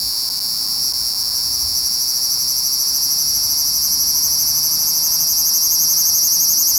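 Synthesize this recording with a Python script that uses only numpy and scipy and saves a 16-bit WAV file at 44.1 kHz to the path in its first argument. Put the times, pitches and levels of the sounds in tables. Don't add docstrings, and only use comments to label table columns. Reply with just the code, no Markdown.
import sys
import numpy as np
from scipy import signal
from scipy.fft import rfft, irfft, next_fast_len
from scipy.io import wavfile
from scipy.ndimage import uniform_filter1d, map_coordinates

SR = 44100
rng = np.random.default_rng(int(sys.argv[2]) if len(sys.argv) > 2 else 0)


def unload_audio(sound):
    columns = np.transpose(np.atleast_2d(sound))
    steps = np.round(np.clip(columns, -1, 1) * 32767)
    wavfile.write(sys.argv[1], SR, steps.astype(np.int16))


def convert_level_to_amplitude(level_db):
    exponent = np.asarray(level_db, float) / 20
    return 10 ** exponent


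N = 298994

# time_s, rate [left-right pairs per s]
BEAT = [(0, 109), (.21, 121), (.45, 112), (.75, 113), (.86, 131), (.96, 120), (1.2, 114), (1.43, 120),
        (1.76, 123.1), (2.27, 126.9), (2.78, 133.6), (3.17, 143.1), (3.51, 145.4), (3.95, 149.9),
        (4.8, 155.9), (5.67, 159.8), (6.78, 162.7)]
# start_s, length_ms
STUMBLES = [(.007, 1.82), (.128, 2.2), (.138, 1.3), (0.289, 7.828), (0.384, 1.06), (0.394, 6.846),
            (0.923, 11), (1.139, 2.66), (1.165, 1.9), (1.231, 3.1196), (1.293, 2.3), (1.888, 2.6)]
# time_s, swing [fraction of the rate]
SWING = [(1.1, .025), (1.4, .06), (3.2, .02), (5, .009), (6.78, .006)]
# time_s, reference_hz (from which the sac's rise above slack is scaled)
THROBS = [(0.209, 5540), (0.529, 5540), (0.629, 5530), (0.72, 5560), (0.858, 5690), (1.008, 5580),
          (1.069, 5610), (1.21, 5590), (1.283, 5550), (1.371, 5690), (1.458, 5600), (1.547, 5730),
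          (1.617, 5740), (1.694, 5580), (1.778, 5800), (1.868, 5760), (1.941, 5730), (2.028, 5820),
          (2.101, 5810), (2.165, 5740), (2.248, 5780), (2.332, 5840), (2.419, 5820), (2.512, 5870),
          (2.585, 5840), (2.667, 5900), (2.742, 5860), (2.817, 5910), (2.892, 5820), (2.961, 5960),
          (3.046, 5940), (3.126, 5880), (3.21, 5930), (3.296, 5850), (3.364, 5930), (3.449, 5850),
          (3.518, 5930), (3.602, 6060), (3.682, 5940), (3.765, 5970), (3.854, 6150), (3.936, 6000),
          (4.023, 5960), (4.095, 5980), (4.176, 5985), (4.256, 6230), (4.335, 6010), (4.414, 6165),
          (4.493, 6074), (4.58, 6050), (4.658, 6090), (4.74, 6070), (4.821, 6070), (4.891, 6360),
          (4.969, 6100), (5.058, 6370), (5.144, 6220), (5.222, 6210), (5.312, 6380), (5.401, 6350),
          (5.481, 6360), (5.564, 6300), (5.653, 6330), (5.735, 6560), (5.829, 6430), (5.916, 6380),
          (6.003, 6410), (6.08, 6420), (6.17, 6410), (6.259, 6560), (6.344, 6390), (6.429, 6530),
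          (6.517, 6530), (6.61, 6600), (6.696, 6560), (6.785, 6600)]
# time_s, sac_db, drum_db
EFFORT = [(0, -10.5, -3.5), (.75, -6.5, -5.5), (5, -6.5, -6.5), (6.78, -4.5, -6.7)]
# snap_db (relative to the click), snap_delay_ms
TYMBALS = [(1.7, -1.5, 5, -6, 5, 2.55), (-1, -1.5, 0, -6.5, 1.5, 2.45)]
# pitch_hz, relative level_db, t60_ms
CLICK_MODES = [(6550, -7, 1.38), (9600, -6.5, 0.81), (11600, -3.5, 0.68), (13430, 4.5, 1.1), (15500, -6, 1)]
# time_s, rumble_db, drone_db, tyre_roar_db
TRAFFIC = [(0, -43.5, -47.5, -46), (1.8, -49.5, -47, -44.5), (3.2, -49, -46, -45), (5.3, -48.5, -46, -42.5),
           (6.78, -51, -46, -44.5)]
# frequency_hz, relative density_db [dB per Hz]
RUMBLE = [(16, -42), (28, -14), (59, 9.5), (110, 2.5), (140, -58), (240, -120)]
DRONE = [(65, -14), (110, -4.5), (167, 1), (211, -4.5), (253, -1.5), (333, -6), (430, -15), (560, -40),
         (950, -120)]
TYRE_ROAR = [(250, -47), (430, -11.5), (808, -5), (1000, -1), (1270, -7.5), (1800, -12.5), (2000, -16),
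             (2510, -19), (3160, -20), (3300, -18.5), (4290, -46), (7260, -120)]
INSECT_HISS = [(2500, -120), (3300, -31), (4500, -41), (5500, 29), (7500, -7.5), (11000, 15.5),
               (14000, -31), (17000, -26)]
# centre_s, length_s, pitch_hz, level_db
HUMS = [(1.753, 0.77, 165, -55), (4.065, 0.37, 170, -48), (4.563, 0.41, 130, -42.5),
        (5.193, 0.16, 155, -43), (5.895, 0.28, 155, -45)]

MOST_BUCKLES, BUCKLE_SAMPLES = 2800, 320
SLOW, FAST = 110, 163
SLACK_HZ, DRUM_HZ = (5438, 5693), (4548, 4738)
OCTAVE_DB, TREBLE_DB = (-18.5, -12.5), (-3.5, -8.5)
TREBLE_HZ = 13000
CLICK_DB = -6.5
HESITATION_MS, STEADYING = 0.576, 4.4
LAG_MS = 0.066
SWELL_DB = (4, -0.5, 0.47)
TOP_HZ = 17300


def cicada():
    times, side = buckles()
    chance = rng.standard_normal((MOST_BUCKLES, 32))[:len(times)]

    def col(values):
        return np.asarray(values)[:, None]

    index = col(np.floor(times * SR).astype(int)) + np.arange(BUCKLE_SAMPLES)
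    t = index / SR - col(times)
    beat_pace = pace(times)
    slack_hz, drum_hz, octave_db, treble_db = [
        slow + (fast - slow) * beat_pace for slow, fast in (SLACK_HZ, DRUM_HZ, OCTAVE_DB, TREBLE_DB)]
    _, stretch, reference_hz = abdomen(times)
    lift = stretch * (reference_hz - slack_hz) / 1000
    base_db = np.array([*columns(EFFORT, times), octave_db, CLICK_DB + 0 * times])
    sac_db, drum_db, octave_db, click_db = base_db + np.transpose(TYMBALS)[:4, side]
    snap_db, snap_ms = np.transpose(TYMBALS)[4:, side]
    size_db = 0.13 * chance[:, 0]

    hz = col(slack_hz + 1350 * lift + 15 * chance[:, 1])
    flat_hz, glide_s = col(300 + 1500 * lift), .0006
    later = t - col(LAG_MS * lift) / 1000
    cycles = hz * later - flat_hz * glide_s * (1 - np.exp(-later / glide_s)) + 0.024 * chance[:, 2:3]
    swell = np.tanh(lift / 0.19)
    sac_gain = convert_level_to_amplitude(col(sac_db + size_db + 3 * swell + 6.1 * lift - 5 * lift ** 2))
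    sac = sac_gain * ring(later, cycles, col(0.35 - 0.049 * lift), col(6.8 - 2.5 * lift))
    octave_gain = convert_level_to_amplitude(col(octave_db + 3.1 * size_db + 5 * swell + 5 * lift + 0.38 * chance[:, 3]))
    octave = octave_gain * ring(later, 2 * cycles + 0.28 + 0.063 * chance[:, 4:5], 0.35, 6.15)

    drum_cycles = col(drum_hz + 150 * lift + 15 * chance[:, 6]) * t + 0.5 + 0.027 * chance[:, 7:8]
    drum = convert_level_to_amplitude(col(drum_db + 0.16 * chance[:, 5] - 3 * lift)) * ring(t, drum_cycles, 0.19, 5.26)
    plate_cycles = 5450 * t + 0.2 + 0.037 * chance[:, 21:22]
    plate = convert_level_to_amplitude(col(drum_db - 1.5 - 2 * lift)) * ring(t, plate_cycles, 0.5, 4.4)
    thud = ring(t, 2250 * t, 0.42, 11.3) + 1.36 * ring(t, 2620 * t + 0.24, 0.28, 5.9)
    thud = convert_level_to_amplitude(col(click_db - 28.0)) * thud

    back = t - col(snap_ms + 0.049 * chance[:, 8]) / 1000
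    buckle_click = click(t, chance[:, 9:21], 0.03, col(treble_db))
    snap_click = convert_level_to_amplitude(col(snap_db)) * click(back, chance[:, 20:], 0.021, col(treble_db))
    ticks = convert_level_to_amplitude(col(click_db + 1.7 * swell)) * (buckle_click + snap_click)
    grit = np.diff(rng.standard_normal((MOST_BUCKLES, BUCKLE_SAMPLES + 1)), axis=1)[:len(times)]
    rattle_envelope = ring(t, .25, 0.2, 13.0)
    ticks = ticks + convert_level_to_amplitude(col(click_db - 22.5 + 3 * lift)) * grit * rattle_envelope
    body = ring(back, col(drum_hz) * back, 0.25, 2.9) + 2.34 * ring(back, col(slack_hz) * back, 0.16, 2.3)
    body = body + 0.21 * ring(back, 2 * col(slack_hz) * back, 0.067, 0.85)
    body = convert_level_to_amplitude(col(drum_db - 14.0)) * body

    def overlay(parts):
        return np.bincount(index.ravel(), parts.ravel(), N + BUCKLE_SAMPLES)[:N]

    return rising(overlay(sac + octave + drum + plate + body + ticks), edge_hz=4424) + overlay(thud)


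def buckles():
    s = np.arange(N) / SR
    swing = columns(SWING, s)[0]
    hesitation_ms = HESITATION_MS * np.exp(-STEADYING * pace(s))
    hurry = np.cos(2 * np.pi * (abdomen(s)[0] + 0.071))
    rate = columns(BEAT, s)[0] * (1 + swing * hurry)
    for start_s, length_ms in STUMBLES:
        rate[(s > start_s) & (s < start_s + length_ms / 1000)] = 1
    pairs = np.cumsum(rate) / SR
    k = np.arange(int(2 * pairs[-1]))
    side = k % 2
    times = np.interp(k / 2 - 0.0254 * side + 0.0992, pairs, s)
    late_ms = np.interp(times, s, hesitation_ms * (1 - 0.67 * hurry))
    late_s = (rng.exponential(size=MOST_BUCKLES)[k] - 1) * late_ms / 1000
    return times + signal.lfilter([1], [1, -.85], late_s), side


def pace(s):
    return (columns(BEAT, s)[0] - SLOW) / (FAST - SLOW)


def abdomen(s):
    fall = 0.34
    at, reference_hz = np.transpose(THROBS)
    turns = np.interp(s, at, np.arange(len(at)))
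    phase = turns % 1
    bent = np.interp(phase, [0, fall, 1], [0, .5, 1])
    shape = 0.63 * (.5 + .5 * np.cos(2 * np.pi * bent)) + .4 * abs(1 - 2 * bent)
    stretch = shape ** np.where(phase < fall, 1.15, 1.5)
    nearest = np.floor(turns + 1 - fall).astype(int).clip(0, len(at) - 1)
    return phase, stretch, reference_hz[nearest]


def click(t, chance, scatter, treble_db):
    total = 0
    for k, (hz, db, t60_ms) in enumerate(CLICK_MODES):
        gain = convert_level_to_amplitude(db + treble_db * (hz > TREBLE_HZ) + 0.5 * chance[:, [k]])
        cycles = hz * t + scatter * chance[:, [-1 - k]] * hz / 14000
        total = total + (-1) ** k * gain * ring(t, cycles, 0.035, t60_ms)
    return total


def ring(t, cycles, rise_ms, t60_ms):
    ms = 1000 * np.maximum(t, 0)
    envelope = (1 - np.exp(-ms / rise_ms)) ** 2 * 1000 ** (-ms / t60_ms)
    return envelope * np.sin(2 * np.pi * cycles)


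def rising(x, edge_hz):
    return signal.sosfilt(signal.butter(6, edge_hz, "high", fs=SR, output="sos"), x)


def columns(rows, s):
    at, *cols = np.transpose(rows)
    return [np.interp(s, at, c) for c in cols]


def surroundings(x):
    t = np.arange(SR // 5) / SR
    tail = rng.standard_normal(len(t)) * convert_level_to_amplitude(-60 * t / 0.031) * (t > .002)
    return signal.fftconvolve(x, tail / np.linalg.norm(tail))[:N]


def background():
    s = np.arange(N) / SR
    knots = rng.standard_normal((3, 30))
    swell_db = [db * map_coordinates(k, [3 * s]) for db, k in zip(SWELL_DB, knots)]
    rumble_db, drone_db, roar_db = columns(TRAFFIC, s)
    rumble = convert_level_to_amplitude(rumble_db + swell_db[0]) * noise(RUMBLE, patchy_db=-2.0)
    drone = convert_level_to_amplitude(drone_db + swell_db[1]) * noise(DRONE, patchy_db=0.9)
    roar = convert_level_to_amplitude(roar_db + swell_db[2]) * noise(TYRE_ROAR, patchy_db=1.34)
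    hiss = convert_level_to_amplitude(-33.5) * noise(INSECT_HISS, patchy_db=-1.1)
    return rumble + drone + roar + hiss + hums()


def hums():
    s = np.arange(N) / SR
    wander = uniform_filter1d(rng.standard_normal((len(HUMS), N)), size=2000, axis=1)
    drift = np.cumsum(wander, axis=1)
    total = 0
    for (centre_s, length_s, hz, db), d in zip(HUMS, drift):
        envelope = np.exp(-abs(2 * (s - centre_s) / length_s) ** 4)
        total = total + convert_level_to_amplitude(db) * envelope * np.sin(2 * np.pi * hz * s + 0.013 * d)
    return total


def noise(spectrum, patchy_db):
    z = signal.stft(rng.standard_normal(N + 1024), nperseg=1024)[2]
    field = uniform_filter1d(rng.standard_normal(z.shape), size=5, axis=0)
    field = uniform_filter1d(field, size=8, axis=1)
    patchy = z * convert_level_to_amplitude(patchy_db * field / field.std())
    white = signal.istft(patchy, nperseg=1024)[1][:N]
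    m = next_fast_len(N + 8192)
    hz, db = np.transpose(spectrum)
    colour_db = np.interp(np.log(np.fft.rfftfreq(m, 1 / SR) + 1), np.log(hz), db)
    x = irfft(rfft(white, m) * convert_level_to_amplitude(colour_db), m)[:N]
    return x / x.std()


def scene():
    song = cicada()
    return (song + convert_level_to_amplitude(-13.0) * surroundings(song) + background())[None]


def top_cut(x):
    return signal.sosfilt(signal.butter(12, 18350, fs=SR, output="sos"), x)


def record(dry):
    m = next_fast_len(N + 8192)
    passband = np.fft.rfftfreq(m, 1 / SR) < TOP_HZ
    mix = irfft(rfft(dry, m) * passband, m)[:, :N]
    return top_cut(mix)


dry = scene()
out = record(dry)
unload_audio(out)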